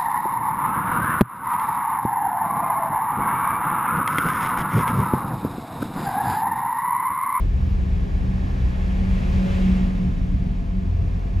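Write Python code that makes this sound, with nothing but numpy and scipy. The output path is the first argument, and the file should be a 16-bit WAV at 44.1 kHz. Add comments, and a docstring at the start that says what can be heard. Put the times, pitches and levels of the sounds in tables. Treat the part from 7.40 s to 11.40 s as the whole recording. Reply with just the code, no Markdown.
"""First comes a deep rumble and drone: a ferry's steel deck and diesels, heard inside a slowly rolling car.
The car's own engine sinks towards idle, under a soft hiss and a few faint notes that swell and fade.
A ventilator in the side wall draws near: its blade hum and rush of air swell, then drop away behind.
Something squeaks faintly twice, and the tyres thump softly over the plating."""
import sys
import numpy as np
from scipy.fft import rfft, irfft, next_fast_len
from scipy.io import wavfile
from scipy.ndimage import map_coordinates

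SR = 44100
rng = np.random.default_rng(int(sys.argv[2]) if len(sys.argv) > 2 else 0)


def wav_out(sig):
    """Save sig, one row per channel (or a flat mono array), as 16-bit PCM at SR to the path in sys.argv[1]."""
    wavfile.write(sys.argv[1], SR, np.round(np.clip(np.atleast_2d(sig).T, -1, 1) * 32767).astype(np.int16))


N = 176400


def amp(db):
    """Turn decibels into a number to multiply by."""
    return 10 ** (np.asarray(db) / 20)


def unit(x):
    """Scale a signal to an average power of 1."""
    return x / np.sqrt(np.mean(x ** 2) + 1e-20)


def along(points, hz):
    """Read between (f/Hz, value) points, with octaves evenly spaced."""
    f, v = np.transpose(points)
    return np.interp(np.log(hz + 1), np.log(f + 1), v)


def clock():
    """The time of each sample in seconds."""
    return np.arange(N) / SR


def curves(rows):
    """Join timed rows with straight lines: one curve for each column after the time."""
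    times, *columns = np.transpose(rows)
    return [np.interp(clock(), times, column) for column in columns]


def wobble(rate):
    """A smooth random curve through `rate` new values a second."""
    return map_coordinates(rng.standard_normal(256), [clock() * rate + 2], mode="wrap")


def tone(hz):
    """A pure note that follows a pitch curve."""
    return np.sqrt(2) * np.sin(2 * np.pi * (np.cumsum(hz) / SR + rng.random()))


def passing(at_s, before_s, after_s):
    """Sound weakens with distance: full at at_s, half power before_s earlier and after_s later."""
    t = clock() - at_s
    return 1 / np.hypot(1, t / np.where(t < 0, before_s, after_s))


def filtered(x, response):
    """Multiply each frequency in x by response(hz)."""
    size = next_fast_len(N + SR // 2)
    return irfft(rfft(x, size) * response(np.fft.rfftfreq(size, 1 / SR)), size)[..., :N]


# How alike the noise is on the left and right: f/Hz, likeness/0-1
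LIKENESS = [(30, .99), (70, .95), (190, .95), (245, .64), (480, .78), (750, .64), (1200, .46), (2100, .47),
            (2600, .77), (7000, .82), (15000, .75)]
def noise(gain):
    """Stereo noise shaped by gain(hz): one part shared by both sides, one part opposite."""
    def shares(hz):
        angle = np.arccos(np.clip(along(LIKENESS, hz), -1, 1)) / 2
        return gain(hz) * np.array([np.cos(angle), np.sin(angle)])
    shared, opposite = filtered(rng.standard_normal((2, N)), shares)
    return np.sqrt(SR / 2) * np.array([shared + opposite, shared - opposite])


def rush(spectrum):
    """Steady noise from rows of f/Hz, level/dB; each level is for a slice 1 Hz wide."""
    return noise(lambda hz: amp(along(spectrum, hz)))


def swells(bands):
    """Bands of noise, each loudest at its own moment along the way."""
    out = np.zeros((2, N))
    for centre, width, db, at_s, fade_s in bands:
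        band = unit(noise(lambda hz: 1 / (1 + ((hz - centre) / width) ** 2)))
        out += amp(db) * passing(at_s, fade_s, fade_s) * band
    return out


# The deck's deep rumble and the boom just above it: f/Hz, level/dB
RUMBLE_SPECTRUM = [(12, -79.5), (22, -66.5), (31, -46), (50, -42.5), (59, -40.5), (82, -40), (100, -51.5),
                   (140, -75.5), (250, -100), (500, -150)]
BOOM_SPECTRUM = [(50, -120), (100, -52), (125, -47.5), (145, -53.5), (168, -52), (205, -58), (250, -60),
                 (330, -77.5), (600, -110), (1000, -150)]
# How far each is turned up or down: t/s, gain/dB
RUMBLE_GAIN = [(0, -0.5), (.28, 2.5), (.5, 2), (.68, 3), (1.05, 0.5), (1.17, -7.5), (1.22, 0), (1.38, -4),
               (1.8, 1.5), (2.17, 1.5), (2.35, -3.5), (2.86, -1.5), (2.96, -2.5), (3.08, -4.5),
               (3.35, -6.5), (3.6, 0), (3.82, -9.5), (3.98, 1.5)]
BOOM_GAIN = [(0, -2), (.8, -2), (1.5, -0.5), (2.3, -1.5), (2.8, -0.5), (3.2, -2), (4, -2.5)]
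def deck():
    """The steel deck rumbles and booms, and the tyres carry it up into the car."""
    rumble_db, = curves(RUMBLE_GAIN)
    boom_db, = curves(BOOM_GAIN)
    return amp(rumble_db) * rush(RUMBLE_SPECTRUM) + amp(boom_db) * rush(BOOM_SPECTRUM)


# The ship's engine notes: f/Hz, peak level/dB, peak t/s, time to half power/s, pitch wander/Hz
DIESEL_NOTES = [(27, -40, 1, 2.2, 0.8), (44.14, -26, 3.54, .8, 0.24), (63.2, -29, 0.29, 0.23, 1.5),
                (62.5, -28, 2.3, 0.14, 0.92), (79.3, -29, 1.3, 0.079, 0.69), (87.5, -24, 3.584, 0.11, 0.5),
                (121.8, -33.5, .15, 0.36, 2.44), (126.75, -39, 1.7, 1.2, 2.46)]
def diesels():
    """The ship's engines drone on low notes, each loudest at its own place along the deck."""
    return sum(amp(db) * passing(at_s, fade_s, fade_s) * tone(hz + wander * wobble(5.13))
               for hz, db, at_s, fade_s, wander in DIESEL_NOTES)


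# The car's engine slowing down: t/s, firing f/Hz, level/dB
ENGINE_FIRING = [(0, 41.2, -22), (.5, 39.15, -28.5), (1.5, 37.7, -24), (2.2, 35.34, -27),
                 (2.7, 33.32, -27.5), (4, 32.97, -35)]
def car_engine():
    """The cylinders fire fast enough to make a low note, with a weaker one an octave up."""
    firing_hz, level_db = curves(ENGINE_FIRING)
    octave = amp(-11.5 + 2 * wobble(5)) * tone(2 * firing_hz)
    return amp(level_db) * (tone(firing_hz) + octave)


# The soft hiss in the car: f/Hz, level/dB
HISS_SPECTRUM = [(150, -74), (280, -65), (460, -73.5), (740, -74), (860, -77), (1100, -76.5), (1400, -85.5),
                 (1750, -81), (2100, -84.5), (2550, -86), (3200, -92.5), (4400, -95), (7000, -103),
                 (10000, -108), (16000, -115)]
# How far the hiss is turned up or down: t/s, gain/dB
HISS_GAIN = [(0, 2.5), (.1, -2), (.2, 1.1), (.45, 0.5), (.7, .3), (1.25, 1.5), (2.2, -4), (2.9, -2.5),
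             (3.45, -2.5), (3.7, 0.2), (4, 0)]
# Narrow bands of noise: f/Hz, width/Hz, peak level/dB, peak t/s, time to half power/s
SWELLING_BANDS = [(167.8, 3.9, -37, 2.77, 0.66), (192, 48, -30, 2.3, .07), (229, 5.5, -42.5, 2.3, .7),
                  (272.6, 11, -41.5, 2.8, 0.3), (269, 6.9, -44, 1.08, 0.16), (402.1, 28, -47, 3.6, 0.38),
                  (412.8, 9, -45, 0.64, 0.13), (684, 30, -51.5, 3.26, 0.82)]
def hiss_and_swells():
    """Soft hiss, faint swelling notes, and a brief rough flutter around the fan's hum as it passes."""
    hiss_db, = curves(HISS_GAIN)
    return amp(hiss_db) * rush(HISS_SPECTRUM) + swells(SWELLING_BANDS)


# The hum of the fan blades: t/s, f/Hz, level/dB (before trim_db)
BLADE_HUM = [(0, 188.9, -41), (.33, 189, -32), (.63, 188.6, -29), (.72, 188.8, -40), (.88, 188.8, -25.5),
             (1.05, 187.7, -32.5), (1.11, 189.5, -36), (1.3, 187.8, -31), (1.68, 188, -22.5),
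             (1.89, 188.3, -30), (1.99, 187.6, -20), (2.15, 187.6, -25), (2.29, 186.3, -16.5),
             (2.57, 185.2, -28), (2.64, 185.6, -21), (2.73, 183, -28.5), (2.84, 184.2, -27.5),
             (2.98, 184.8, -32.5), (3.12, 184, -27), (3.21, 185, -40.5), (3.38, 186.8, -23.5),
             (3.6, 184.3, -43.5), (4, 183.2, -36)]
# Higher notes heard close to the grille: multiple of the hum's pitch, peak level/dB
BLADE_OVERTONES = [(2, -46), (3, -38)]
def ventilator_hum(trim_db=-2, waver_db=1):
    """The blades hum; the car rolls through loud and quiet spots (standing waves) along the wall."""
    pitch, level_db = curves(BLADE_HUM)
    hum = amp(level_db + trim_db + waver_db * wobble(18)) * tone(pitch)
    overtones = sum(amp(db + 1.4 * wobble(6.84)) * tone(multiple * pitch + 3 * wobble(25))
                    for multiple, db in BLADE_OVERTONES)
    return hum + passing(at_s=2.08, before_s=.1, after_s=.1) ** 2 * overtones


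# The duct's low roar and the air's high hiss: f/Hz, level/dB
DUCT_SPECTRUM = [(40, -150), (90, -85), (150, -58.5), (210, -63.5), (310, -66.5), (360, -58), (440, -65.5),
                 (540, -65.5), (780, -67.5), (1100, -70), (1500, -82), (2500, -110), (4000, -150)]
AIR_SPECTRUM = [(300, -150), (700, -100), (1400, -78), (2000, -72), (2550, -76.5), (3200, -80), (4000, -84),
                (5500, -89), (7200, -93), (10500, -99.5), (16000, -107)]
# Hiss the grille throws different ways: f/Hz, width/Hz, peak level/dB, peak t/s, time to half power/s
GRILLE_BEAMS = [(1740, 170, -53, 1.27, 0.3), (2650, 600, -50.5, 2.26, 0.088), (2400, 450, -52, 1.9, .15)]
def ventilator_air(flutter_db=.35):
    """Rushing air swells as the car nears the grille, then fades fast as the wall hides it."""
    roar = passing(at_s=2.23, before_s=.54, after_s=.22) * rush(DUCT_SPECTRUM)
    hiss = passing(at_s=2.223, before_s=.43, after_s=.2) * rush(AIR_SPECTRUM)
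    hiss += swells(GRILLE_BEAMS)
    return roar + amp(flutter_db * wobble(11.78)) * hiss


# Two squeaks: t/s, half length/s, peak level/dB
SQUEAK_MOMENTS = [(0.3, .05, -68), (1.5, .02, -76)]
def squeaks(pitch_hz=12420, width_hz=130):
    """Faint, very high squeaks, probably from a dragging brake."""
    band = unit(noise(lambda hz: np.exp(-((hz - pitch_hz) / width_hz) ** 2)))
    loudness = sum(amp(db) * np.exp(-((clock() - at_s) / half_s) ** 2)
                   for at_s, half_s, db in SQUEAK_MOMENTS)
    return loudness * band


# Thuds from bumps in the deck: t/s, peak level/dB, f/Hz
DECK_BUMPS = [(1.192, -18.5, 78.4), (1.236, -11, 65.3), (1.474, -14, 55.3), (2.14, -19, 75.8),
              (2.939, -15.5, 64), (3.955, -14.5, 80)]
def tyre_thumps(rise_s=.012):
    """Each bump under the tyres gives the car's body a few soft, low shakes."""
    out = np.zeros(N)
    for start_s, db, hz in DECK_BUMPS:
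        t = np.maximum(clock() - start_s, 0)
        rise_and_fade = t / rise_s * np.exp(1 - t / rise_s)
        out += amp(db) * rise_and_fade * np.sin(2 * np.pi * hz * t)
    return out


# Pitches made louder or softer by sound bouncing between the windows: f/Hz, width/Hz, gain/dB
WINDOW_COLOUR = [(456.5, 16, 4.5), (516, 26, 3), (599, 6.3, -1), (810, 11, 2.5), (920, 13, -1),
                 (960, 18, -4), (1150, 5.7, -8), (1200, 75, 0), (1426, 36, 3), (1428, 17, -3),
                 (1716, 120, 2), (2006, 60, -2.5), (2980, 110, -2), (3025, 26, 6), (3300, 28, 2.5),
                 (4240, 180, -2)]
def scene():
    """All the sounds together, coloured by the cabin as heard behind the windscreen."""
    def colour(hz):
        return amp(sum(db * np.exp(-((hz - centre) / width) ** 2)
                       for centre, width, db in WINDOW_COLOUR))
    ventilator = ventilator_hum() + ventilator_air()
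    mix = deck() + diesels() + car_engine() + hiss_and_swells() + ventilator + squeaks() + tyre_thumps()
    return filtered(mix, colour)


# How much louder the left side is than the right: f/Hz, gain/dB
LEFT_GAIN = [(60, 0.5), (200, -.5), (400, 1), (600, 4.5), (720, 2), (1150, -1), (1400, -3.5), (2300, -0.7),
             (3200, 3.5), (5200, 2), (7000, 0)]
# How far the left wave runs ahead of the right: f/Hz, phase/radians
LEFT_LEAD = [(30, -.15), (60, -.22), (110, -.1), (200, .4), (300, .8), (400, 1.7), (700, 2.0), (1000, 2.35),
             (1650, 2.6), (2400, 6.2), (3000, 7), (4500, 6.45), (5300, 6.7), (7000, 6.2), (11000, 0),
             (15000, -6.2)]
def record(dry, top_hz=15750):
    """Stereo spread: left and right differ in level and timing at each pitch, up to a cut at top_hz."""
    sides = np.array([[.5], [-.5]])  # left, right
    def spread(hz):
        balance = amp(sides * along(LEFT_GAIN, hz))
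        timing = np.exp(1j * sides * along(LEFT_LEAD, hz))
        return balance * timing * (hz < top_hz)
    return filtered(dry, spread)


dry = scene()
out = record(dry)
wav_out(out)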